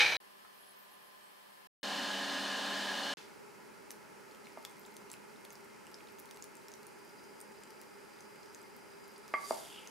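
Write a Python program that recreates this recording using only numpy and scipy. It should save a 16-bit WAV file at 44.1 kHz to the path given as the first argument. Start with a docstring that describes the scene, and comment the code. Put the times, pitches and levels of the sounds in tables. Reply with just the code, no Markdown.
"""A kitchen, in four scenes joined by hard cuts with short silences between them. Whisk: wires strike and
scrape a glass bowl as struck modes and noise, over sloshing eggs. Quiet room: soft hiss, a distant hum, light
taps and thin chirps. Fan oven: rushing air, whistling duct, motor tones. Pour: egg mixture over diced
vegetables, nearly silent: small wet ticks of noise and ringing, knocks of the bowl, a brief slide of the whisk;
further off, steady fan noise, bright noise that fades and a thin whistle that sets in."""
import sys
import numpy as np
from scipy import signal
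from scipy.fft import rfft, irfft, next_fast_len
from scipy.io import wavfile
from scipy.ndimage import map_coordinates

SR = 44100
rng = np.random.default_rng(int(sys.argv[2]) if len(sys.argv) > 2 else 0)


def waveform_to_disk(signal):
    """Save audio, clipped to [-1, 1], as 16-bit WAV at the path in sys.argv[1]."""
    frames = np.transpose(np.atleast_2d(signal))
    scaled = np.clip(frames, -1, 1) * 32767
    samples = np.round(scaled).astype(np.int16)
    wavfile.write(sys.argv[1], SR, samples)


N = 436587

# when each scene is heard: (start [s], end [s]); the last one runs to the end
WHISKING, WAITING = (0, .1685), (.202, 1.672)
BAKING, POURING = (1.831, 3.138), (3.171, 10)
# left-right likeness of the air behind the pour: (frequency [Hz], coherence [-1 to 1])
POUR_ALIKE = [(60, -0.25), (150, -0.3), (380, -0.12), (950, 0.19), (2380, 0.4), (5980, 0.65), (15000, 0.53)]


def pour():
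    """Clear wet ticks over a random sprinkle of fainter ones that thins out with the stream."""
    # the clearest ticks among the vegetables:
    # (time [s], peak level [dB], starting pitch [Hz], snap [0 round pop to 1 dry crack])
    clear_ticks = [(3.9061, -32.5, 6000, .55), (3.915, -38, 11500, 0.4), (4.348, -44, 3100, 0.58),
                   (4.4697, -43, 2210, .4), (4.627, -49, 11000, .5), (4.6503, -29, 3300, .52),
                   (4.7955, -43, 12900, 0.35), (4.862, -46, 7200, .3), (4.8665, -46, 12500, .5),
                   (4.9671, -35, 10000, .65), (5.1008, -39.5, 6000, .3), (5.1156, -36, 7400, .2),
                   (5.1175, -39, 7700, .2), (5.1315, -38, 10500, .3), (5.1388, -38, 2500, 0.52),
                   (5.4485, -44, 11000, .2), (5.4512, -38.5, 3380, 0.76), (5.5046, -40.5, 6200, .55),
                   (5.5249, -44, 12200, 0.4), (5.5305, -45, 13000, .2), (5.5545, -43.5, 5300, .3),
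                   (5.868, -44, 2700, 0.56), (5.9155, -46, 11500, .6), (5.943, -38, 5170, 0.1),
                   (6.006, -46, 2300, .2), (6.0865, -47, 2900, 0.55), (6.186, -45, 6500, 0.35),
                   (6.193, -42, 12800, .2), (6.1995, -40, 11000, 0.36), (6.257, -45, 9000, .7),
                   (6.311, -36, 4600, .65), (6.345, -47, 7500, .1), (6.363, -46, 11000, .5),
                   (6.372, -42, 12500, 0.5), (6.424, -34, 6620, .15), (6.4414, -36.5, 9600, .4),
                   (6.5533, -44, 8500, 0.2), (6.569, -45, 7300, .15), (6.683, -41, 5340, .2),
                   (6.6845, -44, 11500, 0.45), (6.7175, -44, 6200, 0.1), (6.7382, -38, 5800, .25),
                   (6.831, -44, 4600, .6), (6.868, -43, 9000, 0.3), (7.403, -40, 8830, .2),
                   (7.413, -39, 8500, .1), (7.6355, -41.5, 7300, .3), (7.7059, -41.5, 11500, 0.7),
                   (7.815, -39, 10700, 0.36), (8.2063, -41.5, 6250, .2), (8.547, -39, 6530, .4),
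                   (8.765, -46, 11700, 0.25), (9.08, -45, 11200, .4), (9.18, -44.5, 9900, 0.3),
                   (9.28, -42, 5200, .8), (9.8737, -36.5, 6400, 0.26)]
    # close walls answer each tick: (delay [s], level [dB])
    walls = [(.0062, -15), (.0105, -18)]
    stream_start_s, stream_length_s, thinning = 4.3, 4.9, 1.2
    faintest_db, range_db = -56, 8  # peak levels of the sprinkle
    low_hz, high_hz = 3510, 13040
    ticks = np.zeros(N)
    for s, db, hz, snap in clear_ticks:
        add(ticks, s, amp(db) * wet_tick(hz, snap))
    for when, size, pitch, snap in rng.random(size=(120, 4)):
        s = stream_start_s + stream_length_s * when ** thinning
        hz = low_hz * (high_hz / low_hz) ** pitch
        db = faintest_db + range_db * size ** 2  # loud ones are rare
        add(ticks, s, amp(db) * wet_tick(hz, snap))
    echoes = sum(amp(db) * np.pad(ticks, (round(delay * SR), 0))[:N] for delay, db in walls)
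    return in_room(ticks + echoes, wet_db=-8)


def wet_tick(hz, snap):
    """A wet film breaks: a broadband crack, and the short ring of the pocket behind it; peak 1."""
    life_s = 0.0082 * np.sqrt(7000 / hz)  # lower pockets ring longer
    attack_s, crack_t60_s = 0.00025, 0.0044
    pop = tick(hz, life_s, grit=0.58)
    t = clock(len(pop))
    noise = rng.standard_normal(len(t))
    crack = filtered(noise, lambda f: f / (f + 1500) / (1 + (f / 11000) ** 4))
    crack *= amp(-60 * t / crack_t60_s)
    share = np.clip(snap, 0, 1)
    ringing = pop * (1 - np.exp(-t / attack_s))
    x = (1 - share) * ringing + share * crack / np.abs(crack).max()
    return x / np.abs(x).max()


def tick(hz, life_s, grit):
    """A tiny pop: slightly rising ring and a puff of noise, down 60 dB after its life; peak 1."""
    t = clock(SR // 30)
    noise = rng.standard_normal(len(t))
    puff = unit(filtered(noise, lambda f: 1 / (1 + (2 * np.log((f + 1) / hz)) ** 4)))
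    phase = 2 * np.pi * hz * t * (1 + 0.075 * np.minimum(t / life_s, 1))
    x = (np.sin(phase) + grit * puff) * amp(-60 * t / life_s)
    return x / np.abs(x).max()


def bowl_knocks():
    """The tilted bowl knocks a little to the right: dull thud, ringing rim and a crack of noise."""
    # each knock, before the bass is cut:
    # (time [s], thud peak [dB], ring peak [dB], crack rms at its start [dB])
    blows = [(4.5738, -34, -50, -58), (9.3385, -22.5, -21, -42), (9.5088, -18, -41, -55)]
    # the dull, quickly damped part: (frequency [Hz], relative level [dB], t60 [s])
    thud = [(270, -21, .04), (400, -13, .028), (530, -10, .02), (650, -2, .021), (770, 1, .013),
            (900, -2, .014), (1060, -11, .014)]
    # the ringing part; close neighbours beat: (frequency [Hz], relative level [dB], t60 [s])
    rim = [(1146, -13, .14), (1159, -3, .075), (1460, -4, .016), (1600, -2, .016), (1960, -14, .08),
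           (2050, -5, .045), (2120, -11, .11), (2240, -8, .04), (2460, -12, .022), (3260, -28, .06),
           (4650, -28, .06)]
    knocks, t = np.zeros(N), clock(SR // 30)
    for s, thud_db, ring_db, crack_db in blows:
        add(knocks, s, amp(thud_db) * struck(thud, scatter_db=1.5))
        add(knocks, s, amp(ring_db) * struck(rim, scatter_db=1))
        noise = rng.standard_normal(len(t))
        crack = unit(filtered(noise, lambda hz: 1 / (1 + (hz / 9000) ** 6)))
        add(knocks, s, amp(crack_db) * crack * amp(-60 * t / 0.0099))
    return in_room(low_cut(knocks, edge_hz=284), wet_db=-7) * amp([[-.9], [.9]])


def struck(modes, scatter_db):
    """Modes set off in phase by one clean blow, each at a new strength; peak 1."""
    t = clock(SR // 3)
    x = np.zeros(len(t))
    for hz, db, t60 in modes:
        x += amp(db + scatter_db * rng.normal() - 60 * t / t60) * np.sin(2 * np.pi * hz * t)
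    x *= 1 - np.exp(-t / 0.0013)  # soft attack
    return x / np.abs(x).max()


def whisk_slide():
    """The whisk slides in the tilted bowl: a hiss with a short zing, then a rub, all with uneven grip."""
    # hiss of wet wires on glass: (frequency [Hz], relative density [dB per Hz])
    wet_wires = [(1500, -8), (4200, -4.5), (4700, -1), (5300, -1.5), (8000, -1.5), (11500, -1.5),
                 (15500, -20)]
    hiss = swell(crest_s=9.5, db=-48, rise=111, fall=48) * rush(wet_wires, POUR_ALIKE, [(4700, 200, 3.5)])
    # both resonances sink as the wires slide on
    zing = swell(crest_s=9.5, db=-52, rise=130, fall=150)
    zing = zing * sinking(centre_hz=4690, half_width_hz=100, crest_s=9.5, hz_per_s=600)
    rub = swell(crest_s=9.79, db=-54, rise=45, fall=110)
    rub = rub * sinking(centre_hz=2980, half_width_hz=440, crest_s=9.79, hz_per_s=2200)
    grip = unit(amp(1.4 * wobble(300)))
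    return grip * (hiss + zing + rub)


def sinking(centre_hz, half_width_hz, crest_s, hz_per_s):
    """Noise of rms 1 in one resonance that sinks through its centre at the crest."""
    hz = centre_hz - hz_per_s * np.clip(clock() - crest_s, -1, 1)
    return np.sqrt(2) * narrow(0, half_width_hz) * np.sin(2 * np.pi * np.cumsum(hz) / SR)


def whisk():
    """Close wires strike and scrape the glass while eggs slosh; noise follows the fading stroke."""
    # scraping wires: (frequency [Hz], relative density [dB per Hz])
    scrape_colour = [(650, -51.5), (1100, -20), (1810, -6), (2040, -10), (2360, -2), (2640, -12.5),
                     (3330, -13), (4020, -8.5), (4490, -17.5), (6120, -21), (6830, -29.5), (10500, -35.5),
                     (15500, -47.5)]
    # moving eggs: (frequency [Hz], relative density [dB per Hz])
    slosh_colour = [(40, -32), (100, -12), (220, -18.5), (320, -8.5), (750, -3), (950, -2.5), (1300, -14),
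                    (2500, -29)]
    # left-right likeness close by: (frequency [Hz], coherence [-1 to 1])
    near_alike = [(60, 0.7), (380, 0.85), (2380, 0.77), (15000, 0.89)]
    force_db = stroke_db(clock())
    chatter = unit(amp(1.2 * wobble(260)))  # the wires catch and let go
    scrape = amp(-23 + force_db) * chatter * rush(scrape_colour, near_alike)
    # the eggs follow only a fifth of the fade
    slosh = amp(-41.5 + .2 * force_db) * rush(slosh_colour, near_alike)
    # one wire squeaks along the glass, still swelling at the cut
    squeak = swell(crest_s=0.2, db=-35.5, rise=200, fall=280) * narrow(3950, half_width_hz=110)
    return wire_strikes() + squeak + scrape + slosh


def wire_strikes():
    """The wires hit the glass one after another, and each hit rings the bowl's modes."""
    # hits, before the bass is cut: (time [s], peak level [dB])
    hits = [(0, -20.5), (.0045, -14.5), (.016, -19.5), (0.0261, -18), (.0495, -27.5), (.0605, -22.5),
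            (.068, -24), (.084, -29.5), (.098, -28), (.122, -27), (.1436, -29), (.161, -33)]
    # glass bowl with the whisk in it: (frequency [Hz], relative level [dB], t60 [s])
    glass = [(490, -23, .2), (835, -18.5, .2), (1775, -17, .11), (2215, -7.5, .05), (2307, 3, .06),
             (2400, -7, .05), (2504, -9, .2), (2810, -17.5, .12), (2960, -16.5, .16), (3140, -16.5, .14),
             (3688, -16.5, .18), (3890, -13.5, .12), (3984, -14, .18), (4151, -15.5, .15), (4720, -24, .15),
             (6185, -29.5, .2)]
    strikes = np.zeros(N)
    for s, db in hits:
        add(strikes, s, amp(db) * ring(glass, scatter_db=2))
    return in_room(low_cut(strikes, edge_hz=360), wet_db=-13.5)


def ring(modes, scatter_db):
    """One blow on a set of modes, each at a new strength and phase; peak 1."""
    t = clock(SR // 3)
    x = np.zeros(len(t))
    for hz, db, t60 in modes:
        strength = amp(db + scatter_db * rng.normal() - 60 * t / t60)
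        x += strength * np.sin(2 * np.pi * (hz * t + rng.random()))
    return x / np.abs(x).max()


def stroke_db(s):
    """Force of one stroke, in dB below its start: it drops quickly at first, then eases off."""
    stroke_s, fade_db, ease = 0.18, 15, 0.69
    return -fade_db * (np.abs(s) / stroke_s) ** ease


def oven():
    """The fan drives air through the oven's cavity and a whistling duct; its motor sings over it."""
    # moving air: (frequency [Hz], relative density [dB per Hz])
    air_colour = [(18, -70), (30, -29), (97, -27), (160, -14.5), (197, -6), (505, -4), (561, -5),
                  (709, -0.5), (1020, -5), (1110, -5), (1680, -5), (2070, -9.5), (2910, -6), (4310, -5.5),
                  (15500, -30.5)]
    # left-right likeness: (frequency [Hz], coherence [-1 to 1])
    alike = [(60, 0.48), (150, 1), (380, 0.69), (950, 0.79), (2380, 0.89), (5980, 0.88), (15000, 0.9)]
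    # resonances that colour the air: (frequency [Hz], width [Hz], lift [dB])
    peaks = [(240, 66, 6.3), (395, 26, 3.5), (623, 50, 3), (910, 60, 3.5), (1212, 60, 5), (1707, 290, 9.5),
             (2970, 370, 8.3), (3600, 220, 4.9), (4260, 190, 4.6), (4850, 100, 4.7), (6640, 540, 1.9),
             (8600, 270, 3.9)]
    # steady motor tones, before a common trim: (frequency [Hz], rms level [dB])
    motor_tones = [(199.6, -54.5), (281.5, -53.5), (564, -54), (600.3, -62), (640.8, -63), (760, -57),
                   (845.5, -56), (919.3, -61), (1000.3, -57.5), (1044.7, -52.5), (3018, -65)]
    air = amp(-38.5) * rush(air_colour, alike, peaks, ripple_db=1.1)
    duct = amp(-50) * narrow(1660, half_width_hz=26)
    return air + duct + amp(-0.84) * hum(motor_tones, waver_db=1.6, spread=0.45)


def still_room():
    """A distant appliance hums under soft hiss; light taps sound, and thin chirps come and go."""
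    # soft hiss: (frequency [Hz], relative density [dB per Hz])
    air_colour = [(30, -19), (100, -14), (170, -4.5), (300, -0.5), (600, 2), (950, 2.5), (1400, -4),
                  (2500, -5), (3700, -8.5), (5200, -12), (6500, -16.5), (9000, -14), (12000, -13.5),
                  (15500, -17)]
    # left-right likeness: (frequency [Hz], coherence [-1 to 1])
    alike = [(60, -0.052), (240, -0.62), (950, -0.47), (3770, 0.037), (15000, 0.7)]
    # resonances that colour the air: (frequency [Hz], width [Hz], lift [dB])
    peaks = [(1026, 40, 10), (1200, 100, 4.5), (1720, 350, 6.5), (3180, 330, 4.5), (4240, 220, 6),
             (5000, 310, 6), (8100, 300, 1), (8360, 330, 5.5), (10800, 1200, 1.5)]
    # steady motor tones: (frequency [Hz], rms level [dB])
    motor_tones = [(199.5, -78), (399, -77), (603, -79), (1028, -73)]
    # light taps: (time [s], peak level [dB], starting pitch [Hz])
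    light_taps = [(.449, -48, 1270), (.463, -53, 1270), (0.633, -55, 3220)]
    taps = np.zeros(N)
    for s, db, hz in light_taps:
        add(taps, s, amp(db) * tick(hz, life_s=.03, grit=.4))
    air = amp(-57.5) * rush(air_colour, alike, peaks)
    return air + hum(motor_tones, waver_db=0.5, spread=1.5) + in_room(taps, wet_db=-5) + chirps()


def chirps():
    """Each thin, high chirp is a narrow band of noise that swells, sinks in pitch and fades."""
    # (start [s], length [s], first pitch [Hz], last pitch [Hz], half width [Hz], crest rms level [dB])
    glides = [(.52, .09, 15000, 13900, 350, -69), (.57, .1, 11350, 11050, 130, -66),
              (0.647, .09, 11050, 10500, 160, -64), (.75, .11, 13950, 13750, 160, -65),
              (.89, .08, 12500, 10500, 1200, -68), (1, .11, 12500, 10300, 1200, -70),
              (1.2, .1, 8550, 8050, 200, -71)]
    out = np.zeros(N)
    for s, length, first_hz, last_hz, half_width_hz, db in glides:
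        u = np.linspace(0, 1, round(length * SR))
        noise = rng.standard_normal(SR // 4)
        flutter = unit(filtered(noise, lambda hz: 1 / (1 + (hz / half_width_hz) ** 2)))[:len(u)]
        phase = 2 * np.pi * np.cumsum(first_hz + (last_hz - first_hz) * u) / SR
        add(out, s, amp(db) * np.sqrt(2) * np.sin(np.pi * u) * flutter * np.sin(phase))
    return out


def far_fan():
    """Hollow, steady fan noise further off behind the pour, slightly stronger on the right."""
    # moving air: (frequency [Hz], relative density [dB per Hz])
    air_colour = [(18, -62), (30, -23), (100, -10.5), (160, -6), (202, -2), (324, -2), (410, -3.5),
                  (467, -4), (747, -8), (874, -9.5), (1050, -8.5), (1330, -7), (3680, -20), (4910, -21.5),
                  (9940, -21.5), (15500, -29.5)]
    # resonances and dips that colour it: (frequency [Hz], width [Hz], lift [dB])
    peaks = [(205, 45, 4), (410, 58, 11.5), (570, 90, 1.5), (730, 110, -5.5), (865, 160, 11.5),
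             (995, 45, 5), (1090, 120, -2.5), (1380, 220, 2.8), (1820, 430, 1.3), (2123, 130, 5),
             (2550, 340, 3.6), (3650, 600, -2.8), (4960, 1400, 4.3)]
    air = amp(-53.9) * rush(air_colour, POUR_ALIKE, peaks, ripple_db=1.16)
    return air * amp([[-.4], [.4]])


def fading_noise():
    """Bright noise that dies away at a steady dB per second as the pouring scene opens."""
    start_db, fade_db_per_s = -52.5, 105
    fade = amp(start_db - fade_db_per_s * np.maximum(clock() - POURING[0], 0))
    colour = [(300, -20), (1500, 0), (4500, 0), (7000, -9), (15000, -25.5)]  # (Hz, dB per Hz)
    return fade * rush(colour, POUR_ALIKE)


def whistle():
    """A thin high whistle, noise in one narrow resonance, sets in and stays."""
    start_s, attack_s = 6.9, .1
    onset = np.clip((clock() - start_s) / attack_s, 0, 1)
    return amp(-72) * onset * narrow(4884, half_width_hz=63)


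def rush(spectrum, alike, peaks=(), ripple_db=1.78):
    """Stereo noise of rms 1: a broad colour, resonant lifts and a fine random ripple over frequency."""
    def response(hz):
        lift = sum(db / (1 + (2 * (hz - centre) / width) ** 2) for centre, width, db in peaks)
        ripple = ripple_db * map_coordinates(rng.standard_normal(400), [2 * np.sqrt(hz)])
        # this angle splits mid and side so that left and right have the wanted coherence
        turn = np.arccos(np.clip(along(alike, hz), -1, 1)) / 2
        return amp(along(spectrum, hz) + lift + ripple) * np.array([np.cos(turn), np.sin(turn)])
    mid, side = filtered(rng.standard_normal((2, N)), response)
    return unit(np.array([mid + side, mid - side]))


def hum(lines, waver_db, spread):
    """Motor tones that waver a little; spread [rad] is the phase between left and right."""
    out = np.zeros((2, N))
    for hz, db in lines:
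        offset = spread * np.array([[.5], [-.5]]) * rng.choice([-1, 1])
        phase = 2 * np.pi * (hz * clock() + rng.random()) + offset
        out += np.sqrt(2) * amp(db + waver_db * wobble(6.01)) * np.sin(phase)
    return out


def narrow(centre_hz, half_width_hz):
    """Noise of rms 1 in one resonance, at half amplitude one half width from its centre."""
    noise = rng.standard_normal(N)
    return unit(filtered(noise, lambda hz: 1 / (1 + ((hz - centre_hz) / half_width_hz) ** 2)))


def in_room(x, wet_db):
    """A near sound, alike at both channels, plus the kitchen's short diffuse tail 4 ms later."""
    # reverberation: (frequency [Hz], t60 [s])
    decay = [(200, 0.42), (1500, 0.55), (5000, 0.19), (14000, 0.27)]
    hz, t, z = signal.stft(rng.standard_normal((2, SR // 2)), SR, nperseg=256)
    tail = signal.istft(z * amp(-60 * t / along(decay, hz)[:, None]), SR, nperseg=256)[1]
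    tail = np.pad(tail / np.linalg.norm(tail[0]), ((0, 0), (SR // 250, 0)))
    return x + amp(wet_db) * signal.fftconvolve(x[None], tail, axes=1)[:, :N]


def low_cut(x, edge_hz):
    """Small objects radiate almost no bass."""
    return signal.sosfilt(signal.butter(3, edge_hz, "high", fs=SR, output="sos"), x)


def swell(crest_s, db, rise, fall):
    """Gain that climbs to a crest and falls again, each at its own dB per second."""
    t = clock() - crest_s
    return amp(db - np.abs(np.where(t < 0, rise, fall) * t))


def wobble(rate):
    """A smooth random curve, rate knots a second."""
    return map_coordinates(rng.standard_normal(int(N * rate / SR) + 4), [clock() * rate])


def filtered(x, response):
    """x times a response of frequency."""
    count = x.shape[-1]
    m = next_fast_len(count + 8192)
    return irfft(rfft(x, m) * response(np.fft.rfftfreq(m, 1 / SR)), m)[..., :count]


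def along(points, hz):
    """(frequency [Hz], value) points read on a log frequency axis."""
    f, v = np.transpose(points)
    return np.interp(np.log(hz + 1), np.log(f + 1), v)


def add(track, s, sound):
    """Mix a sound into a track at time s."""
    part = track[max(0, round(s * SR)):][:len(sound)]
    part += sound[:len(part)]


def amp(db):
    """Decibels to gain."""
    return 10 ** (np.asarray(db) / 20)


def unit(x):
    """x at rms 1."""
    return x / np.sqrt(np.mean(x ** 2) + 1e-20)


def clock(count=N):
    """Sample times in seconds."""
    return np.arange(count) / SR


def during(span):
    """1 within a scene, 0 outside."""
    return (clock() >= span[0]) & (clock() < span[1])


def scene():
    """The four scenes, joined by hard cuts."""
    pouring = pour() + bowl_knocks() + whisk_slide() + far_fan() + fading_noise() + whistle()
    return (during(WHISKING) * whisk() + during(WAITING) * still_room()
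            + during(BAKING) * oven() + during(POURING) * pouring)


def record(dry):
    """Everything above 15.7 kHz is removed."""
    return filtered(dry, lambda hz: hz < 15700)


dry = scene()
out = record(dry)
waveform_to_disk(out)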